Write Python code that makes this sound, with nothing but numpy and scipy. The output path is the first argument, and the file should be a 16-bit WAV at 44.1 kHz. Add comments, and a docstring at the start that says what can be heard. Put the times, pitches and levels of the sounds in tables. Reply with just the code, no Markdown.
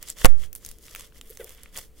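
"""Sticky ticks and a soft fizz come first: fingers knead bead-filled slime in a plastic cup, up close.
Each stroke rubs the beads and bursts tiny bubbles; films snap, air pockets pop, trapped air squelches.
About a quarter second in, a hand knocks the microphone and presses on its right opening, which overloads.
Behind it all is a quiet room with a low rumble, a faint hiss and a hum."""
import sys
import numpy as np
from scipy import signal
from scipy.fft import rfft, irfft, next_fast_len
from scipy.io import wavfile

SR = 44100
rng = np.random.default_rng(int(sys.argv[2]) if len(sys.argv) > 2 else 0)


def transcribe(u):
    """Save the signal u as a 16-bit wav file named by the first command-line argument.

    u: samples, shape (n,) or (channels, n), limited to [-1, 1]; the rate is SR.
    q: integer samples, one column per channel.
    """
    v = np.clip(np.atleast_2d(u).T, -1, 1)
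    q = np.round(v * 32767).astype(np.int16)
    wavfile.write(sys.argv[1], SR, q)


N = 88200
T = np.arange(N) / SR

# finger strokes (loudest at [s], rise [s], fall [s], rub [dB], fizz [dB], sizzle [dB])
FINGER_STROKES = [(0.031, 0.022, 0.03, -51.5, -56, -59), (0.092, 0.027, .03, -50, -41, -47),
                  (0.206, .035, 0.056, -44, -42.5, -45.5), (.29, 0.037, 0.074, -62, -60, -65),
                  (0.432, 0.046, 0.035, -53, -51, -55), (0.557, 0.0032, 0.029, -63.5, -57.5, -47.5),
                  (0.673, 0.06, 0.072, -60, -54, -54.5), (.87, 0.059, 0.12, -61.5, -53.5, -54),
                  (1.004, 0.12, 0.065, -52.5, -52, -54), (1.178, 0.037, 0.021, -59, -56.5, -58),
                  (1.3, 0.069, 0.1, -61.5, -60, -53.5), (1.41, 0.02, 0.032, -54, -58.5, -50.5),
                  (1.49, 0.055, 0.076, -55, -55.5, -53.5), (1.61, 0.063, 0.1, -59, -61.5, -67),
                  (1.78, 0.035, .024, -44.5, -44, -43), (1.815, 0.021, 0.045, -57, -52.5, -52),
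                  (2.0, 0.039, .03, -63, -58.5, -62.5)]
# sticky films snapping (time [s], click level [dB], ring level [dB], ring pitch [Hz])
FILM_SNAPS = [(0.0266, -23.5, -34.5, 8500), (0.0999, -19.5, -15, 7360), (0.5289, -31, -26.5, 14100),
              (0.5509, -29.5, -25, 10670), (0.5593, -35, -29, 11500), (0.6482, -30.5, -26, 6310),
              (0.6614, -25.5, -38, 9150), (0.6883, -30.5, -41, 13500), (0.713, -31, -48, 8350),
              (.7844, -42, -50, 6520), (0.9488, -30.5, -28, 14300), (.9596, -34, -32.5, 6230),
              (0.995, -29.5, -32.5, 7960), (1.0074, -33, -38, 6340), (1.2113, -35.5, -33.5, 7140),
              (1.3007, -45, -32, 11700), (1.3076, -40, -32, 13300), (1.3716, -32.5, -35, 6110),
              (1.4433, -33.5, -30, 13600), (1.4928, -38, -39, 6160), (1.5478, -45, -43, 12500),
              (1.6326, -32, -32, 10340), (1.774, -22, -27, 4600), (1.785, -27, -32.5, 5000)]
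# air pockets opening (time [s], level [dB], pitch [Hz])
AIR_POCKETS = [(.216, -22.5, 1180), (.881, -32, 2810), (.9487, -21, 2520), (0.9594, -24, 2330),
               (0.9784, -42, 2400), (.995, -31, 3440), (1.0066, -30, 2680), (1.1223, -42, 1520),
               (1.2115, -28.5, 2985), (1.3228, -36, 1980), (1.3718, -37.5, 1700), (1.471, -38.5, 2190),
               (1.4927, -39.5, 990), (1.5835, -44, 2130), (1.5895, -40.5, 2440), (1.6045, -41, 1980),
               (1.658, -34.5, 2115), (1.755, -33, 3480), (1.7858, -26, 984)]
# air gulping through the slime (time [s], half length [s], pitch [Hz], level [dB])
AIR_GULPS = [(1.308, 0.0072, 451, -42), (1.401, 0.0034, 461, -31), (1.414, 0.0036, 485, -31.5),
             (1.433, 0.0048, 470, -48), (1.449, 0.012, 462, -45)]
# the squeak's overtones (multiple of its pitch, level [dB])
SQUEAK_OVERTONES = [(3, -51), (4, -50), (5, -58.5), (6, -59), (7, -59)]
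# knocks on the microphone (time [s], thud level [dB], fade time [s], crack level [dB])
MIC_KNOCKS = [(0.2471, -16.5, 0.036, 4.5), (.2559, -12, 0.033, 9.5)]
# the notes its case rings at (pitch [Hz], level [dB], fade time [s])
CASE_NOTES = [(317, -18, 0.05), (524.3, -10.5, 0.063), (713, -15, 0.057), (876, -19.5, .045),
              (1086, -16.5, .042), (1405, -23.5, 0.053)]
# the hand shifting on the microphone (loudest at [s], rise [s], fall [s], level [dB])
HAND_SHIFTS = [(.225, 0.02, 0.019, -39.5), (0.389, 0.14, 0.093, -39), (.68, .05, 0.06, -46.5),
               (1.785, .02, 0.018, -49)]
# an appliance humming (pitch [Hz], level [dB])
HUM_TONES = [(60, -59.5), (441, -66.5)]

# tone colours: how strong each noise is from low to high (frequency [Hz], relative level [dB])
RUB_COLOUR = [(100, -1.5), (300, -9.5), (520, 5.5), (800, -9.5), (1200, -1.5), (1550, -4.5), (2050, 3),
              (2450, -6), (3400, 4.5), (4200, -21), (8000, -36)]  # beads rubbing in the hollow cup
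FIZZ_COLOUR = [(1500, -27), (3500, -7), (5000, 0), (7500, -1), (10000, -5), (15000, -14)]  # tiny bubbles bursting
SIZZLE_COLOUR = [(5000, -19.5), (10000, -2), (15500, -5)]  # the very finest bubbles
SNAP_COLOUR = [(500, -30), (1500, -15.5), (3000, -6), (7000, 3.5), (15000, 2.5)]  # bright clicks and cracks
GURGLE_COLOUR = [(250, -10.5), (450, -2.5), (590, -4), (750, -11), (2500, -37)]  # escaping air
THUD_COLOUR = [(40, -7), (200, -12), (520, 2.5), (1100, -1.5), (2200, -4), (3300, -11), (4200, -24),
               (16000, -40)]  # dull knocks and slaps
SKIN_COLOUR = [(1000, -7), (4000, -14.5), (8500, -3), (11000, -3), (14000, -22.5)]  # skin scraping
CUP_COLOUR = [(600, -14), (1200, -1.5), (1550, -3), (2000, -0.5), (2600, -17), (5000, -30)]  # the jolted cup's hollow ring
RUMBLE_COLOUR = [(25, 5.5), (75, -3.5), (140, -16.5), (300, -30), (1200, -41), (4000, -74)]  # the shifting hand
ROOM_COLOUR = [(15, 4.5), (35, -0.5), (62, -6.5), (110, -16), (250, -18), (520, -23), (800, -34.5),
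               (2000, -37), (5000, -42.5), (15000, -39.5)]  # the room's rumble and hiss

CONTACT_S = 0.2467  # when the hand meets the microphone


def amp(db):
    """Turn decibels into a number to multiply by."""
    return 10 ** (np.asarray(db) / 20)


def unit(x):
    """Scale x to an average power of 1."""
    return x / np.sqrt(np.mean(x ** 2) + 1e-20)


def filtered(x, response):
    """Turn each frequency in x up or down by response(hz)."""
    size = next_fast_len(N + 8192)
    return irfft(rfft(x, size) * response(np.fft.rfftfreq(size, 1 / SR)), size)[..., :N]


def coloured(x, colour):
    """Give x a tone colour and an average power of 1."""
    freqs, db = np.transpose(colour)
    return unit(filtered(x, lambda hz: amp(np.interp(np.log(hz + 1), np.log(freqs), db))))


def noise(side_db):
    """Stereo hiss; a higher side_db makes left and right less alike."""
    mid, side = rng.standard_normal((2, N))
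    return unit(np.array([mid + amp(side_db) * side, mid - amp(side_db) * side]))


def panned(db):
    """Left and right gains that make the left louder by db."""
    return amp(np.array([[db], [-db]]) / 2)


def swell(s, rise, fall):
    """A smooth hill of loudness, highest at time s."""
    return np.exp(-((T - s) / np.where(T < s, rise, fall)) ** 2)


def decay(s, fade_s):
    """A sudden start at time s that fades by 60 dB in fade_s seconds."""
    return (T >= s) * np.exp(-np.log(1000) * np.maximum(T - s, 0) / fade_s)


def glide(s, hz, rise_per_s):
    """A climbing tone that passes through hz at time s."""
    return np.sin(2 * np.pi * hz * (T - s) * (1 + rise_per_s * (T - s) / 2))


def grains(per_s, spread_db):
    """The flickering loudness of many tiny bursts of uneven size."""
    happens = rng.random(N) < per_s / SR
    size = np.minimum(rng.exponential(size=N), 4)
    power = happens * amp(spread_db * size) ** 2
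    fading_power = signal.lfilter([1], [1, -np.exp(-1 / (0.00049 * SR))], power)
    return unit(np.sqrt(fading_power))


def kneading():
    """Each stroke rubs the beads together; small bubbles fizz and the finest ones sizzle."""
    power = sum(np.outer(amp(levels), swell(s, rise, fall)) ** 2
                for s, rise, fall, *levels in FINGER_STROKES)
    rub_level, fizz_level, sizzle_level = np.sqrt(power)
    bubbles = grains(per_s=800, spread_db=4)
    beads = grains(per_s=500, spread_db=6)
    fizz = coloured(noise(side_db=-5) * (1 + bubbles), FIZZ_COLOUR)
    sizzle = coloured(noise(side_db=-8.5) * (0.85 + bubbles), SIZZLE_COLOUR)
    rub = coloured(noise(side_db=-8) * (1.07 + beads + 0.33 * bubbles), RUB_COLOUR)
    return fizz_level * fizz + sizzle_level * sizzle + rub_level * panned(-2) * rub


def film_ticks():
    """Thin films snap: a click, a faint wet tail and the climbing ring of the bubble behind."""
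    splash = coloured(noise(side_db=-5.5), SNAP_COLOUR)
    out = np.zeros((2, N))
    for s, click_db, ring_db, hz in FILM_SNAPS:
        start = s + 0.0011
        click = amp(click_db) * (decay(start, 0.0027) + amp(-10) * decay(start, 0.021)) * splash
        ring = amp(ring_db) * decay(start, 0.0057) * glide(start, hz, rise_per_s=36)
        out += panned(rng.normal(0, 3)) * (click + ring)
    return out


def pocket_pops():
    """Larger air pockets open with a short, hollow ring, a splash and a faint wet tail."""
    splash = noise(side_db=-8)
    out = np.zeros((2, N))
    for s, db, hz in AIR_POCKETS:
        ring = amp(-7) * np.sin(2 * np.pi * hz * (T - s))
        burst = decay(s + 0.001, fade_s=0.0053) * (ring + splash)
        wet_tail = amp(-16) * decay(s + 0.0017, fade_s=0.022) * splash
        out += amp(db) * (burst + wet_tail)
    pocket_band = signal.butter(3, [962, 4020], "band", fs=SR, output="sos")
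    return signal.sosfilt(pocket_band, out)


def squelch():
    """Trapped air gurgles out in rising blips while the gap squeaks at a falling pitch."""
    gulps = sum(amp(db) * swell(s, half, half) * glide(s, hz, rise_per_s=18)
                for s, half, hz, db in AIR_GULPS)
    second_gulp_s = AIR_GULPS[1][0]
    gurgle_level = amp(-51) * swell(second_gulp_s, rise=0.0055, fall=0.07)
    gurgle = gurgle_level * coloured(noise(side_db=-13), GURGLE_COLOUR)
    squeak_s, squeak_hz, drop_hz_per_s = 1.412, 504, 3200
    t = T - squeak_s
    phase = 2 * np.pi * (squeak_hz * t - drop_hz_per_s * t * t / 2)
    squeak = sum(amp(db) * np.sin(k * phase + rng.uniform(0, 2 * np.pi)) for k, db in SQUEAK_OVERTONES)
    return gulps + gurgle + swell(squeak_s, rise=0.014, fall=0.014) * squeak


def finger_plunge():
    """A finger sinks deep into the slime with a dull, lumpy slap."""
    lumps = noise(side_db=-9) * grains(per_s=500, spread_db=3.5)
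    return amp(-42.5) * swell(1.787, rise=0.014, fall=0.0085) * coloured(lumps, THUD_COLOUR)


def mic_knocks():
    """The hand hits the microphone, rings its case and scrapes off; the covered right gets less thud."""
    thud = coloured(noise(side_db=-4.5), THUD_COLOUR)
    crack = coloured(noise(side_db=-8.5), SNAP_COLOUR)
    out = panned(3) * sum(amp(db) * decay(CONTACT_S, fade_s) * np.sin(2 * np.pi * hz * (T - CONTACT_S))
                          for hz, db, fade_s in CASE_NOTES)
    for s, thud_db, fade_s, crack_db in MIC_KNOCKS:
        out += amp(thud_db) * panned(6.5) * decay(s, fade_s) * thud
        out += amp(crack_db) * decay(s, fade_s=0.0016) * crack
    skin = coloured(noise(side_db=-4.5), SKIN_COLOUR)
    touch = amp(-25.5) * swell(CONTACT_S, rise=0.0032, fall=0.0027)
    scrape = amp(-18.5) * swell(0.2605, rise=0.0043, fall=0.0043)
    return out + (touch + scrape) * skin * panned(-3.5)


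def hand_pressure():
    """The hand seals the microphone's right opening: a push of air, then a slow rebound as it lifts."""
    hold_s, release_s = 0.0164, 0.0053
    push = (T >= CONTACT_S) * np.exp(-np.maximum(T - CONTACT_S - hold_s, 0) / release_s)
    lift_s, rise_s, fall_s = 0.2795, 0.021, 0.048
    t = np.maximum(T - lift_s, 0)
    rebound = amp(4) * (1 - np.exp(-t / rise_s)) * np.exp(-t / fall_s)
    return np.array([np.zeros(N), rebound - push])


def air_chirp():
    """Air squeezed from under the hand makes a quick falling chirp, louder on the open left side."""
    t = np.maximum(T - CONTACT_S, 0)
    pitch_hz = 350 + 3500 * np.exp(-t / 0.0025)
    phase = 2 * np.pi * np.cumsum((T >= CONTACT_S) * pitch_hz) / SR
    return amp(-6.5) * panned(3.4) * decay(CONTACT_S, fade_s=0.016) * np.sin(phase)


def cup_ring():
    """The jolted cup rings on faintly after the knock."""
    return amp(-46.5) * decay(CONTACT_S, fade_s=0.47) * coloured(noise(side_db=-3), CUP_COLOUR)


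def hand_rumble():
    """A soft, low rumble whenever the hand shifts against the microphone."""
    level = sum(amp(db) * swell(s, rise, fall) for s, rise, fall, db in HAND_SHIFTS)
    return level * coloured(noise(side_db=-8), RUMBLE_COLOUR)


def with_echo(x):
    """Add a short, faint echo from the counter and walls."""
    tail = rng.standard_normal((2, N)) * decay(0.0027, fade_s=0.122)
    echo = signal.fftconvolve(x, tail / np.linalg.norm(tail[0]), axes=1)[:, :N]
    return x + amp(-17) * echo


def room_tone():
    """The quiet room: low rumble, faint hiss and a humming appliance."""
    hum = sum(amp(db) * np.sin(2 * np.pi * hz * T + rng.uniform(0, 2 * np.pi)) for hz, db in HUM_TONES)
    return amp(-50.5) * coloured(noise(side_db=-10), ROOM_COLOUR) + hum


def scene():
    """Mix the slime and its echo, the hand's bump and the background."""
    slime = with_echo(kneading() + film_ticks() + pocket_pops() + squelch() + finger_plunge())
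    bump = mic_knocks() + hand_pressure() + air_chirp() + cup_ring()
    return slime + bump + hand_rumble() + room_tone()


def record(dry):
    """The recorder flattens peaks that are too loud and cuts off the highest treble."""
    top_hz = 16000
    return filtered(np.clip(dry, -1, 1), lambda hz: 1 / (1 + (hz / top_hz) ** 120))


dry = scene()
out = record(dry)
transcribe(out)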